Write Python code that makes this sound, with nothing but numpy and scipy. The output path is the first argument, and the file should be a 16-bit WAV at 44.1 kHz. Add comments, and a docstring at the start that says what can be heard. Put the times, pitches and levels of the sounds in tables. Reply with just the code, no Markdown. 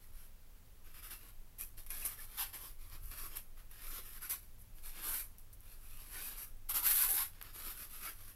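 """Handling a fish on a foam board

In a small, quiet room, fingers rub a fish's sandpapery skin and flip it over. Fins and wet flesh tick,
and the foam board is shoved across the counter, squeaking now and then. Each rub or shove is a shower
of tiny slips that hiss and make the foam ring. Room air, a low rumble and a faint hum lie beneath."""
import sys
import numpy as np
from scipy import signal
from scipy.fft import rfft, irfft, next_fast_len
from scipy.io import wavfile
from scipy.ndimage import uniform_filter1d, map_coordinates

SR = 44100
rng = np.random.default_rng(int(sys.argv[2]) if len(sys.argv) > 2 else 0)


def put_to_file(sound):
    """Save the sound as 16-bit audio at rate SR, in the file named by the first command-line argument."""
    columns = np.atleast_2d(sound).T  # one column per channel
    safe = np.clip(columns, -1, 1)
    whole_steps = np.round(safe * 32767)
    wavfile.write(sys.argv[1], SR, whole_steps.astype(np.int16))


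N = 368235

# Finger strokes; a harder press brings out more foam
# (start [s], length [s], rasp level [dB], foam compared with rasp [dB])
FINGER_RUBS = [(0.0, 0.052, -70, -4), (0.115, 0.138, -66, -5), (0.832, 0.075, -68.5, 0.5),
               (0.928, 0.061, -57.5, -2.0), (1.016, 0.056, -52.5, -4.5), (1.095, 0.039, -49, -4.5),
               (1.162, 0.13, -64, -1.5), (1.581, 0.039, -45, -13.5), (1.768, 0.033, -55, -7),
               (1.883, 0.089, -48, -8.5), (1.92, 0.21, -48.5, -7.5), (2.044, 0.021, -37.5, -12.5),
               (2.156, 0.088, -53, -7.5), (2.25, 0.24, -55.5, -5), (2.526, 0.032, -48, -5.5),
               (2.557, 0.13, -52.5, -6.5), (2.77, 0.13, -63, -5), (2.902, 0.054, -57.5, -0.5),
               (2.994, 0.12, -58.5, -11), (3.104, 0.039, -52.5, -3), (3.139, 0.129, -49.5, -6.0),
               (3.283, 0.087, -57.5, -1.5), (3.352, 0.02, -46.5, -8.5), (3.561, 0.039, -68.5, 1),
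               (3.687, 0.17, -59.5, -3), (3.811, 0.071, -50.5, -6.0), (3.88, 0.11, -48, -5),
               (3.99, 0.19, -56, -6), (4.204, 0.057, -48, -8.5), (4.289, 0.031, -38.5, -14),
               (4.31, 0.051, -50.5, -7), (4.415, 0.028, -63.5, -10), (4.578, 0.032, -65, -30),
               (4.741, 0.053, -66, -7.5), (4.818, 0.088, -53, -8.0), (4.893, 0.26, -52, -2.0),
               (5.005, 0.2, -39.5, -11.5), (5.385, 0.017, -67, -19), (5.612, 0.13, -62, -4),
               (5.74, 0.49, -59.5, -5), (6.085, 0.2, -48.5, -5), (6.222, 0.064, -46.5, -24),
               (6.27, 0.095, -53.5, -4.5), (6.355, 0.081, -46.5, -11.5), (7.29, 0.18, -73, 4),
               (7.41, 0.092, -63, 1.5), (7.525, 0.1, -50.5, -5.5), (7.624, 0.089, -47, -6),
               (7.728, 0.12, -51.5, -6), (7.868, 0.12, -53, -6), (7.992, 0.104, -47.5, -5),
               (8.12, 0.19, -58.5, -5.5)]
# Pushes of the board over the counter
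# (start [s], length [s], grit level [dB], foam compared with grit [dB], bending compared with foam [dB])
BOARD_SHOVES = [(2.366, 0.061, -39.5, -4.5, -25), (6.685, 0.026, -39.5, -9, -13.5),
                (6.733, 0.048, -33, -9.5, -17.5), (6.816, .1, -30.5, -9.5, -19.5),
                (6.9, 0.15, -30.5, -12, -19.5), (7.051, 0.12, -34, -15, -9), (7.153, 0.068, -34, -9, -21)]
# Fins flicking, wet flesh letting go, foam breaking loose
# (time [s], level [dB], foam knock compared with level [dB], time to fade by 60 dB [s])
SHARP_TICKS = [(0.990, -40, -12, .007), (1.586, -38, -15, .06), (1.6105, -23, -13, 0.0037),
               (1.636, -25, -23, .007), (1.783, -36.5, -8, .015), (1.864, -37, -8, 0.075),
               (1.904, -26, -10, 0.076), (2.054, -28, -20, .03), (2.062, -22, -7.5, .007),
               (2.543, -37, -10, .05), (2.9, -35, -10, .007), (3.058, -36, -22, .007),
               (3.115, -32, -7, 0.016), (3.371, -21, -16, 0.009), (3.602, -45, -12, .007),
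               (3.713, -37, -7, 0.032), (4.298, -22, -16, 0.057), (4.31, -18, -13, 0.011),
               (4.616, -40, -24, .007), (4.785, -43, 1, .007), (5.384, -35.5, -18, 0.014),
               (5.529, -39, -19, 0.098), (5.606, -40, -23.5, 0.0076), (5.973, -35, -11, .009),
               (6.694, -21.5, -20, 0.096), (6.744, -24, -11, .05), (6.9527, -14, -28, .003),
               (7.108, -22, -27, 0.014), (7.414, -30.5, 2, 0.013), (7.426, -25, -14, .007)]
# The foam catching and squeaking (start [s], pitch [Hz], length [s], level [dB])
FOAM_SQUEAKS = [(1.581, 2520, 0.078, -58), (1.905, 2470, 0.01, -51), (2.02, 2560, 0.017, -50.5),
                (2.18, 1710, 0.031, -54.5), (4.22, 1445, 0.041, -56), (4.31, 1114, 0.05, -56.5),
                (6.131, 1750, 0.057, -57), (6.691, 1104, 0.027, -51), (6.81, 950, 0.04, -54),
                (7.023, 993, 0.038, -46.5), (7.028, 786, 0.17, -54.5), (7.183, 1084, 0.056, -46.5),
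                (8.033, 1315, 0.071, -48.5), (8.04, 2184, 0.063, -52.5)]

# The tone of each sound: how strong it is from low to high (frequency [Hz], relative level [dB])
SKIN_TONE = [(3530, -49), (6000, -13.5), (6690, -20.5), (8360, -12.5), (10300, -7), (11300, -0.5),
             (11800, 0), (14000, -11.5), (15200, -12), (15800, -26.5)]  # rasping skin
GRIT_TONE = [(3530, -62), (6000, -20.5), (6560, -29.5), (7030, -18.5), (8640, -15), (10400, -7), (11700, 1),
             (14000, -11.5), (15200, -11), (15800, -29)]  # foam scraping the counter
PRESSED_FOAM_TONE = [(500, -15), (850, -8.5), (1150, 1), (1700, 0.5), (2000, -3), (2350, 0.5), (3100, -3.5),
                     (4200, -4), (5000, -4.5), (5800, -11), (6600, -9.5), (9000, -30)]  # the sheet under the fingers
SLIDING_FOAM_TONE = [(550, -27), (700, -21), (790, -0.5), (950, -2.5), (1100, -0.5), (1650, 2), (2050, -1),
                     (2400, 0.5), (4200, -1.5), (4900, -1), (5900, -8), (6600, -11), (9000, -32)]  # the sheet sliding freely
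BENDING_TONE = [(110, -13.5), (230, -5), (340, 0), (480, -5), (680, -6.5), (1100, -19)]  # the whole board bending
AIR_TONE = [(76, -44.5), (130, -9), (169, 1), (263, -4), (296, -5.5), (362, -8), (452, -7), (746, -10.5),
            (792, -10), (1050, -11), (5130, -17), (9000, -18), (15800, -12.5)]  # room air
DRAUGHT_TONE = [(8.8, -28.5), (15, 7), (23, 0), (36, -9.5), (65, -18), (105, -21), (135, -31.5),
                (160, -37.5), (210, -42.5), (350, -120)]  # a rumbling draught
# How long the room rings (frequency [Hz], time to fade by 60 dB [s])
ROOM_FADE = [(200, 0.065), (2000, 0.1), (12000, 0.09)]

GRIP_DB = -76.5  # faint rasp of fingers that just hold the fish
TOP_HZ = 15800


def rubbing(rasp_gain, foam_gain):
    """Rough, damp skin rasps and crackles under the fingers and shakes the foam below it."""
    contact = slips(per_s=2800, spread_db=1.0, clump_db=0.56, smooth=0.9)
    creep = 1 / (1 + rasp_gain / amp(-54.5))  # slow contact sticks, a fast slide runs evenly
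    sticky = creep * crackle(per_s=62, spread_db=11.5, fade_s=0.0022)
    rasp = coloured((amp(-0.83) * contact + amp(-6.5) * sticky) * (rasp_gain + amp(GRIP_DB)), SKIN_TONE)
    foam = coloured((amp(-0.68) * contact + amp(-7.5) * sticky) * foam_gain, PRESSED_FOAM_TONE)
    return rasp + shifting_grip(foam, depth_db=2.18)


def shoving(grit_gain, foam_gain):
    """Foam beads judder over the counter; the free sheet rings lower than when it is pressed."""
    contact = slips(per_s=5000, spread_db=3.0, clump_db=0.9, smooth=0.75)
    grit = amp(-0.2) * coloured(contact * grit_gain, GRIT_TONE)
    foam = amp(-1.0) * coloured(contact * foam_gain, SLIDING_FOAM_TONE)
    return grit + shifting_grip(foam, depth_db=1.5)


def ticks():
    """Something snaps free, crumbles briefly and knocks on the foam."""
    snaps, knocks = np.zeros(N + SR), np.zeros(N + SR)
    t = np.arange(SR // 12) / SR
    for start, db, knock_db, fade_s in SHARP_TICKS:
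        release = 0.17 * rng.standard_normal(len(t)) * amp(-60 * t / fade_s)
        release[0] = 1  # the snap itself
        snaps[round(start * SR):][:len(t)] += amp(db) * release
        knocks[round(start * SR):][:len(t)] += amp(db + knock_db) * release
    return amp(1.0) * coloured(snaps[:N], SKIN_TONE) + coloured(knocks[:N], PRESSED_FOAM_TONE)


def squeaks():
    """The foam sticks and slips in time with one of its own notes, unsteady in pitch and strength."""
    out = np.zeros(N)
    waver = 1 + 0.04 * wobble(350)
    strength = amp(3.9 * wobble(250))
    for start, hz, length, db in FOAM_SQUEAKS:
        span = np.arange(round(start * SR), round((start + length) * SR))
        tone = np.sin(2 * np.pi * np.cumsum(hz * waver[span]) / SR)
        out[span] += amp(db) * np.hanning(len(span)) * strength[span] * tone
    return out


def bending(weight_gain):
    """Dragged weight bends the whole board with a dull grumble."""
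    contact = slips(per_s=1500, spread_db=4.5, clump_db=3.1, smooth=1.0)
    return amp(0.5) * coloured(contact * weight_gain, BENDING_TONE)


def strokes(rows, rise_share, fade_db_per_s):
    """Each stroke speeds up, holds and dies away. Gives one loudness curve for each dB column."""
    t = np.arange(N) / SR
    power = np.zeros((len(rows[0]) - 2, N))
    for start, length, *steps_db in rows:
        span = slice(*np.searchsorted(t, [start, start + length + .5]))
        age = t[span] - start
        rise = np.clip(age / (rise_share * length), 0, 1)
        fade = amp(-fade_db_per_s * np.maximum(age - length, 0))
        layer_gains = amp(np.cumsum(steps_db))  # each level counts from the one before
        power[:, span] += np.outer(layer_gains, rise * fade) ** 2
    return np.sqrt(power)


def slips(per_s, spread_db, clump_db, smooth):
    """Tiny slips of uneven size come in clumps, over a smoother sliding hiss."""
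    sizes = amp(spread_db * np.clip(rng.standard_normal(N), -2, 2)) * rng.choice([-1, 1], N)
    grains = unit(sizes * (rng.random(N) < per_s / SR))
    catch = amp(clump_db * (wobble(190) + 0.78 * wobble(45)))  # the contact catches and frees
    return unit(catch * (grains + smooth * rng.standard_normal(N)))


def crackle(per_s, spread_db, fade_s):
    """Sticky spots let go here and there, each sudden and quick to fade."""
    starts = (rng.random(N) < per_s / SR) * amp(spread_db * rng.uniform(-0.35, 1, N))
    fade = np.exp(-np.arange(SR // 20) / (SR * fade_s))
    return unit(signal.fftconvolve(starts, fade)[:N] * rng.standard_normal(N))


def shifting_grip(x, depth_db):
    """A moving grip changes which notes of the foam sheet stand out."""
    bands = signal.stft(x, nperseg=512)[2]
    drift = uniform_filter1d(rng.standard_normal(bands.shape), size=3, axis=0)  # smooth over pitch
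    drift = uniform_filter1d(drift, size=16, axis=1)  # and over time
    return signal.istft(bands * unit(amp(depth_db * unit(drift))), nperseg=512)[1][:N]


def room(x, echo_s, echo_db, tail_db, positions=28):
    """The direct sound, one clear echo and a short tail that changes as the point of contact moves."""
    hz, t, noise = signal.stft(rng.standard_normal((positions, SR // 3)), SR, nperseg=256)
    fade = amp(-60 * t / along(ROOM_FADE, hz)[:, None])
    tails = signal.istft(noise * fade, SR, nperseg=256)[1]
    ringing = np.zeros(N + SR)
    for span, tail in zip(np.array_split(np.arange(N), positions), tails):
        answer = signal.fftconvolve(x[span], tail / np.linalg.norm(tail))
        ringing[span[0]:][:len(answer)] += answer
    echo = np.pad(x, (round(echo_s * SR), 0))[:N]
    mix = x + amp(echo_db) * echo + amp(tail_db) * ringing[:N]
    return mix / np.linalg.norm(amp([0, echo_db, tail_db]))


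def background():
    """Room air, the low rumble of a draught and the wavering hum of an appliance."""
    air = amp(-66.5) * coloured(rng.standard_normal(N), AIR_TONE)
    swell_db = 9 * np.exp(-((np.arange(N) / SR - 3.054) / 0.14) ** 2)  # the hand passes at about 3 s
    rumble = amp(-50.5 + swell_db) * coloured(rng.standard_normal(N), DRAUGHT_TONE)
    hum_hz = 101 + 2.47 * wobble(7.8)
    hum = amp(-74.0 + 2.8 * wobble(4.2)) * np.sin(2 * np.pi * np.cumsum(hum_hz) / SR)
    return air + rumble + hum


def amp(db):
    """Turn decibels into a number to multiply by."""
    return 10 ** (np.asarray(db) / 20)


def unit(x):
    """Scale a signal to an average power of 1."""
    return x / np.sqrt(np.mean(x ** 2) + 1e-20)


def along(points, hz):
    """Read between the rows of a frequency table, with octaves evenly spaced."""
    frequencies, values = np.transpose(points)
    return np.interp(np.log(hz + 1), np.log(frequencies + 1), values)


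def wobble(per_s):
    """A smooth curve through per_s random values a second."""
    return map_coordinates(rng.standard_normal(int(N * per_s / SR) + 4), [np.arange(N) * per_s / SR])


def coloured(x, tone):
    """Give x the tone in a table; plain hiss keeps its overall power."""
    size = 2 * next_fast_len(N // 2 + SR // 4)
    hz = np.fft.rfftfreq(size, 1 / SR)
    gain = unit(amp(np.maximum(along(tone, hz), -100)))
    # fold the filter in time, so it rings only after each sound, never before
    folded = irfft(np.log(gain))
    folded[1:size // 2] *= 2
    folded[size // 2 + 1:] = 0
    return irfft(rfft(x, size) * np.exp(rfft(folded)), size)[:N]


def scene():
    """The fish and the board sound in the room, over its background."""
    uneven = amp(0.84 * wobble(28))  # a finger never slides quite evenly
    rasp, pressed = strokes(FINGER_RUBS, rise_share=0.39, fade_db_per_s=330) * uneven
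    grit, sliding, dragged = strokes(BOARD_SHOVES, rise_share=0.45, fade_db_per_s=327)
    pressure = pressed / (rasp + amp(GRIP_DB))
    finger_weight = amp(-7.5) * pressed * pressure ** 0.58  # light flicks hardly bend the board
    weight = np.hypot(finger_weight, dragged)
    handling = rubbing(rasp, pressed) + shoving(grit, sliding) + squeaks() + bending(weight) + ticks()
    return (room(handling, echo_s=.0127, echo_db=-19, tail_db=-7) + background())[None]


def record(dry):
    """Cut away the highest treble, above TOP_HZ."""
    size = next_fast_len(N + SR // 2)
    kept = np.fft.rfftfreq(size, 1 / SR) < TOP_HZ
    return irfft(rfft(dry, size) * kept, size)[..., :N]


dry = scene()
out = record(dry)
put_to_file(out)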